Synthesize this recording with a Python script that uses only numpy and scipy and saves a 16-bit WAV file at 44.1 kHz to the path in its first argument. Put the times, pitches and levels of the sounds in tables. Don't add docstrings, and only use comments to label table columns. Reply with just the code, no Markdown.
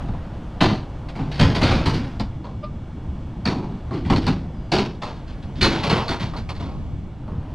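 import sys
import numpy as np
from scipy import signal
from scipy.fft import rfft, irfft
from scipy.io import wavfile
from scipy.ndimage import uniform_filter1d

SR = 44100
rng = np.random.default_rng(int(sys.argv[2]) if len(sys.argv) > 2 else 0)


def wrap_up_sound(samples):
    columns = np.atleast_2d(samples).T
    tamed = np.clip(columns, -1, 1)
    steps = np.round(tamed * 32767).astype(np.int16)
    wavfile.write(sys.argv[1], SR, steps)


N = 332822

# t/s, clang level/dB, boom, body and rim ring (each /dB re clang), settling time/s
KNOCKS = [(0.083, -51, 19, 15.5, -20, 0.092), (0.135, -58, 15, 20, -20, 0.1),
          (0.606, -19.5, 5, 0, -10, 0.4), (0.695, -37, 12, 4, -8, 0.2), (0.729, -42, 5, 3, 1, 0.3),
          (1.084, -43.5, -6, 0, -10, 0.14), (1.152, -47, 14.5, 9, -8, 0.33),
          (1.188, -46.5, 20.5, 7.5, -20, 0.51), (1.314, -40, 3, -24, 0, 0.47),
          (1.341, -44, -5, -21, -2, 0.26), (1.378, -40, -2, -13, -6, 0.2), (1.394, -20, 9, 0, -24, 0.46),
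          (1.547, -26, 7.5, -2, -18, 0.23), (1.613, -24, 9, 1, -21, 0.27),
          (1.633, -24.5, 0, -1.5, 4.5, 0.78), (1.708, -28.5, 10.5, 1, -9, 0.57),
          (1.856, -26, 9, 0, -4, 0.41), (1.943, -37.5, 8.5, -3, 2, 0.63), (2.196, -35, 11, 2.5, -2.5, 0.15),
          (2.441, -51, -3, 10, -10, 0.4), (3.453, -28, 4, -0.5, 0, 0.3), (3.497, -37, 13, 6, 1, 0.22),
          (3.544, -48, 19, 7.5, 1, 0.9), (3.907, -51, 23, 14, -20, 0.27),
          (3.928, -43.5, 16.5, 4, -20, 0.45), (4.048, -43.5, 15.5, 3.5, -20, 0.56),
          (4.098, -26, 11.5, 6, -20, 0.26), (4.159, -30.5, 15.5, -1, 0.5, 0.17),
          (4.218, -41, 15, 0, -6, 0.55), (4.265, -27.5, 10.5, 1.5, -0.5, 0.27),
          (4.353, -53.5, 21, -9, -1, 0.43), (4.717, -21.5, 3.5, -2, -5, 0.42), (4.783, -28, 11, 0, 2, 0.12),
          (4.848, -40.5, 8, 5, -8, 0.091), (5.018, -35.5, -2, 4, -17, 0.27),
          (5.068, -44.5, 6, 1.5, -20, 0.54), (5.275, -49, 6, -9, -18, 0.35),
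          (5.424, -48, 17, -13.5, -20, 0.11), (5.555, -46.5, 14, -15, -11, 0.76),
          (5.61, -19, 4, -12, -18, 0.38), (5.626, -19, -1, 0, 7, 0.33), (5.718, -32, 3.5, 1.5, -9, 1),
          (5.832, -31, 0, 4, -9, 0.99), (5.894, -24, 4, 1.5, 1, 0.41), (5.957, -32, -10, 5, -19, 0.52),
          (6.08, -31.5, 1, 1, -4, 0.37), (6.113, -34, 1.5, 5.5, -20, 0.17), (6.196, -36, 5.5, 0, -15, 0.37),
          (6.221, -41.5, 1, -2.5, -3, 0.28), (6.334, -49, 4, 17, -4, 0.14),
          (6.364, -42.5, 4, 0.5, -1, 0.23), (6.489, -35, -8, 2, -20, 0.15), (6.55, -48, 0, 3, -5, 0.3),
          (6.596, -44, 11, 4, -22, 0.38), (6.654, -54, 11, 10.5, -22, 0.75),
          (7.276, -64.5, 32, 22, -20, 0.16), (7.314, -64, 33, 19, -20, 0.21)]
# f/Hz, level/dB
CLANG_SPECTRUM = [(880, -30), (1500, -2.5), (1770, -6), (2070, -6), (2490, -5.5), (4480, -7.5),
                  (6370, -22.5), (10200, -34.5), (13300, -66), (14500, -51), (15500, -62)]
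# f/Hz, t60/s
MODE_DECAY = [(60, 0.063), (300, 0.075), (1000, 0.05), (4000, 0.019), (12000, 0.068)]
# from t/s, f/Hz
BOOM_PITCH = [(0, 220), (1.0, 150), (3.0, 230), (4.0, 160), (4.5, 244), (4.9, 150), (5.6, 209), (5.7, 160)]
# t/s, level/dB
RATTLES = [(6.365, -33), (6.552, -38)]
# multiple of SQUEAK_HZ, level/dB re SQUEAK_DB, t60/s
SQUEAK_PARTIALS = [(1, -2.5, 0.098), (2, -5.5, 0.16), (4, -28, .08)]
# t/s, length/s, first f/Hz, last f/Hz, level/dB
BIRD_GLIDES = [(4.522, 0.28, 5040, 4800, -69)]
# multiple of MOTOR_HZ, level/dB
MOTOR_PARTIALS = [(8, -68), (10, -73), (11, -78), (12, -70), (13, -80), (15, -77), (16, -86), (18, -79.5),
                  (19, -83), (20, -89), (21, -78.5), (22, -89), (24, -84), (26, -84), (27, -85),
                  (29, -83.5)]
# f/Hz, relative level/dB
TRAFFIC_SPECTRUM = [(12, -18), (20, -7.5), (59, 0), (153, -7), (213, -10), (232, -19.5), (289, -13),
                    (382, -26.5), (881, -31.5), (1340, -39), (2210, -47), (2400, -48.5), (2920, -47.5),
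                    (6190, -61.5), (15500, -80.5)]
# t/s, level/dB, extra lift from 600 Hz up/dB
TRAFFIC_SWELL = [(0.0, -26, 9.5), (0.1, -28.5, 6.5), (1.16, -31, 7), (1.64, -24.5, 13.5), (2.46, -31, 2),
                 (3.19, -29, 3), (3.91, -29, 3.5), (4.2, -28.5, 2), (5.0, -32.5, 6), (5.78, -29, 4.5),
                 (6.62, -31, 4.5), (6.85, -26.5, -0.5), (7.12, -32, 2.5), (7.55, -28, 4)]
# f/Hz, t60/s
ECHO_DECAY = [(200, 0.53), (2000, 0.15), (10000, 0.26)]
# f/Hz, approximate left lead/rad
LEFT_LEAD = [(150, -0.18), (1000, -0.34), (2500, -0.87), (4500, -1.26), (8000, -0.86)]
# f/Hz, level/dB
DIFFUSE_SIDE = [(40, -9), (150, -20), (1000, -11), (2500, -26), (8000, 3.5)]
# t/s, level/dB
STEREO_WIDTH = [(0, -58), (4.4, -41), (5.1, -7), (6.8, 0.5), (7.55, -22)]

CHATTER_HOLD = 0.046
RIM_HZ, RIM_WIDTH_HZ = 4425, 360
RIB_HZ, RIB_WIDTH_HZ, RIB_DB = 2080, 220, -8
RATTLE_HZ, RATTLE_GAP_S, RATTLE_T60_S = 4350, 0.013, .025
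SQUEAK_S, SQUEAK_HZ, SQUEAK_DB, SQUEAK_RISE_S = 2.626, 600, -25, 0.018
MOTOR_HZ = 283
WIDE_HZ, CUTOFF_HZ = 11400, 15100


def deck_plates():
    hz, modes = plate_modes(count=600)
    out, t, size = np.zeros(N), np.arange(11800) / SR, 2 ** 14
    bass, treble = hz < 500, hz > 7000
    for s, db, boom_db, body_db, rim_db, settle_s in KNOCKS:
        strength = mode_strengths(hz, s, boom_db, body_db)
        spots = strength * rng.choice([-1, 1], (3, len(hz))) * rng.uniform(.6, 1.4, (3, len(hz)))
        drive = chatter(t, settle_s)
        sway = drive * (1 - np.exp(-t / 0.007))
        drive[:, [0, 90, 200]] += np.diag([2., 5., 6.])
        sharp = drive * gain_of(-80 * t)
        spectrum = 0
        for force, band in [(sway, bass), (drive, ~bass & ~treble), (sharp, treble)]:
            spectrum += (rfft(force, size) * rfft((spots * band) @ modes, size)).sum(0)
        strikes = rfft(sharp[0] * gain_of(-150 * t) + 18 * (t == t[90]), size)
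        rings = [(RIM_HZ, RIM_WIDTH_HZ, rim_db), (RIB_HZ, RIB_WIDTH_HZ, RIB_DB + min(body_db, 8))]
        for ring_hz, width_hz, ring_db in rings:
            cluster = np.exp(-((hz - ring_hz) / width_hz) ** 2) * spots[0]
            spectrum += gain_of(ring_db) * strikes * rfft(cluster @ modes / np.linalg.norm(cluster), size)
        add(out, s, gain_of(db) * irfft(spectrum, size))
    return out


def plate_modes(count):
    hz = 50 + 15000 * ((np.arange(count) + rng.random(count)) / count) ** 1.4
    t = np.arange(4500) / SR
    modes = gain_of(-60 * t / at_hz(MODE_DECAY, hz)[:, None]) * np.sin(2 * np.pi * hz[:, None] * t)
    return hz, modes / np.linalg.norm(modes, axis=1)[:, None]


def mode_strengths(hz, s, boom_db, body_db):
    boom_hz = [f for start, f in BOOM_PITCH if start <= s][-1]
    boom = [(boom_hz / 4, boom_db - 12.5), (boom_hz / 1.67, boom_db + 9),
            (boom_hz, boom_db + 12), (boom_hz * 1.556, boom_db + 7.5)]
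    body = [(520, body_db + 1), (760, body_db + 2.5), (950, body_db + 4), (1200, body_db - 2.5)]
    clang = [(f, db) for f, db in CLANG_SPECTRUM if f >= 1500]
    strength = gain_of(at_hz(boom + body + clang, hz)) * np.sqrt(np.gradient(hz))
    return strength / np.linalg.norm(strength[(hz > 1500) & (hz < 8000)])


def chatter(t, settle_s):
    sizes = gain_of(2.4 * np.minimum(rng.exponential(1, (3, len(t))), 4))
    contacts = sizes * (rng.random(sizes.shape) < 500 / SR)
    settling = np.maximum(t / settle_s - CHATTER_HOLD, 0) ** 1.103
    envelope = (1 - np.exp(-t / 0.002)) * gain_of(-60 * settling - 28.3 * t)
    force = contacts * rng.choice([-1, 1], contacts.shape) * envelope
    force /= np.linalg.norm(force, axis=1, keepdims=True) + 1e-9
    return force * np.linalg.norm(envelope) / np.sqrt(3)


def loose_pin():
    out, t = np.zeros(N), np.arange(900) / SR
    for s, db in RATTLES:
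        for bounce in range(3):
            hz = RATTLE_HZ * rng.uniform(.9, 1.1, (3, 1))
            ping = gain_of(db - 60 * t / RATTLE_T60_S) * np.sin(2 * np.pi * hz * t).mean(0)
            add(out, s + bounce * RATTLE_GAP_S, ping)
    return out


def joint_squeak():
    t = np.arange(0, .2, 1 / SR)
    shake, uneven, grit = rng.standard_normal((3, len(t)))
    shake = unit_rms(uniform_filter1d(uniform_filter1d(shake, 150), 60))
    turns = np.cumsum(SQUEAK_HZ * (1 + 0.0086 * shake)) / SR
    rise, after = np.minimum(t / SQUEAK_RISE_S, 1), np.maximum(t - SQUEAK_RISE_S, 0)
    slips = sum(gain_of(db - 60 * after / t60) * np.sin(2 * np.pi * k * turns)
                for k, db, t60 in SQUEAK_PARTIALS)
    slips *= 1 + 0.2 * unit_rms(uniform_filter1d(uniform_filter1d(uneven, 90), 60))
    scrape = signal.sosfilt(signal.butter(10, [1800, 5100], "band", fs=SR, output="sos"), grit)
    return gain_of(SQUEAK_DB) * rise * (slips + gain_of(-13.5 - 60 * after / .1) * scrape)


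def wall_echoes(x):
    taps = np.zeros(SR // 2)
    slots = np.arange(400, SR // 2 - 20, 20)
    taps[slots + rng.integers(0, 20, len(slots))] = rng.choice([-1., 1.], len(slots))
    hz, t, spectra = signal.stft(taps, SR, nperseg=256)
    decay = gain_of(-60 * t / at_hz(ECHO_DECAY, hz)[:, None])
    tail = signal.istft(spectra * decay, SR, nperseg=256)[1]
    return signal.fftconvolve(x, tail / np.linalg.norm(tail))[:N]


def bird():
    out = np.zeros(N)
    for s, length, first_hz, last_hz, db in BIRD_GLIDES:
        add(out, s, tone([(s, first_hz, db), (s + length, last_hz, db)], [(0.98, 0)], wobble=.012))
    return out


def motor_whine():
    return tone([(0, MOTOR_HZ, 0), (N / SR + 0.086, MOTOR_HZ, 0)], MOTOR_PARTIALS, wobble=0.0004)[:N]


def far_traffic():
    frames, hz = N // 256 + 5, np.fft.rfftfreq(1024, 1 / SR)
    t = np.arange(frames) * 256 / SR
    real, imag, patches = rng.standard_normal((frames, 513, 3)).T
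    patches_db = 0.99 * unit_rms(uniform_filter1d(uniform_filter1d(patches, 10, 0), 14, 1))
    spectra = (real + 1j * imag) * gain_of(at_hz(TRAFFIC_SPECTRUM, hz)[:, None] + patches_db)
    rms = np.sqrt(np.mean(signal.istft(spectra[:, :300], nperseg=1024, noverlap=768)[1] ** 2))
    s, level_db, lift_db = np.transpose(TRAFFIC_SWELL)
    lift = np.interp(t, s, lift_db) * np.clip(np.log2(hz / 300 + 1e-9), 0, 1)[:, None]
    spectra *= gain_of(np.interp(t, s, level_db) + lift) / rms
    return signal.istft(spectra, nperseg=1024, noverlap=768)[1][:N]


def tone(path, partials, wobble):
    s, hz, db = np.transpose(path)
    t = np.arange(s[0], s[-1], 1 / SR)
    shake = unit_rms(uniform_filter1d(rng.standard_normal(len(t)), 150))
    turns = np.cumsum(np.interp(t, s, hz) * (1 + wobble * shake)) / SR
    stack = sum(gain_of(level) * np.sin(2 * np.pi * k * turns) for k, level in partials)
    return np.sqrt(2) * gain_of(np.interp(t, s, db)) * stack * signal.windows.tukey(len(t), .2)


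def gain_of(db):
    return 10 ** (np.asarray(db) / 20)


def unit_rms(x):
    return x / np.sqrt(np.mean(x ** 2) + 1e-20)


def at_hz(points, hz):
    f, value = np.transpose(points)
    return np.interp(np.log(hz + 1), np.log(f + 1), value)


def add(mix, s, sound):
    part = mix[round(s * SR):][:len(sound)]
    part += sound[:len(part)]


def scene():
    near = deck_plates() + loose_pin()
    add(near, SQUEAK_S, joint_squeak())
    front = near + motor_whine() + gain_of(-14.5) * wall_echoes(near) + bird() + far_traffic()
    diffuse = gain_of(-16) * wall_echoes(near) + far_traffic()
    return np.array([front, diffuse])


def record(dry):
    hz, t, (front, diffuse) = signal.stft(dry, SR, nperseg=512)
    side = 1j * np.sin(at_hz(LEFT_LEAD, hz) / 2)[:, None] * front
    side += gain_of(at_hz(DIFFUSE_SIDE, hz))[:, None] * diffuse
    side *= gain_of(np.interp(t, *np.transpose(STEREO_WIDTH)))
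    scattered = front * np.exp(2j * np.pi * rng.random(front.shape)) * gain_of(2)
    side = np.where(hz[:, None] > WIDE_HZ, scattered, side)
    ports = signal.istft(np.array([front + side, front - side]), SR, nperseg=512)[1][:, :N]
    power_db = 10 * np.log10(abs(uniform_filter1d((ports ** 2).mean(0), 300)) + 1e-12)
    release_db = np.arange(N) * 60 / SR
    held_db = np.maximum.accumulate(power_db + release_db) - release_db
    over_db = np.maximum(held_db + 19, 0)
    ducked = ports / gain_of(0.18 * uniform_filter1d(over_db, 200))
    dulled = signal.lfilter(*signal.butter(2, 12000, fs=SR), ducked)
    clipped = .95 * np.tanh(dulled / .95)
    lowpass = signal.firwin(1023, CUTOFF_HZ, window=("kaiser", 10), fs=SR)
    return signal.oaconvolve(clipped, lowpass[None], "same")


dry = scene()
out = record(dry)
wrap_up_sound(out)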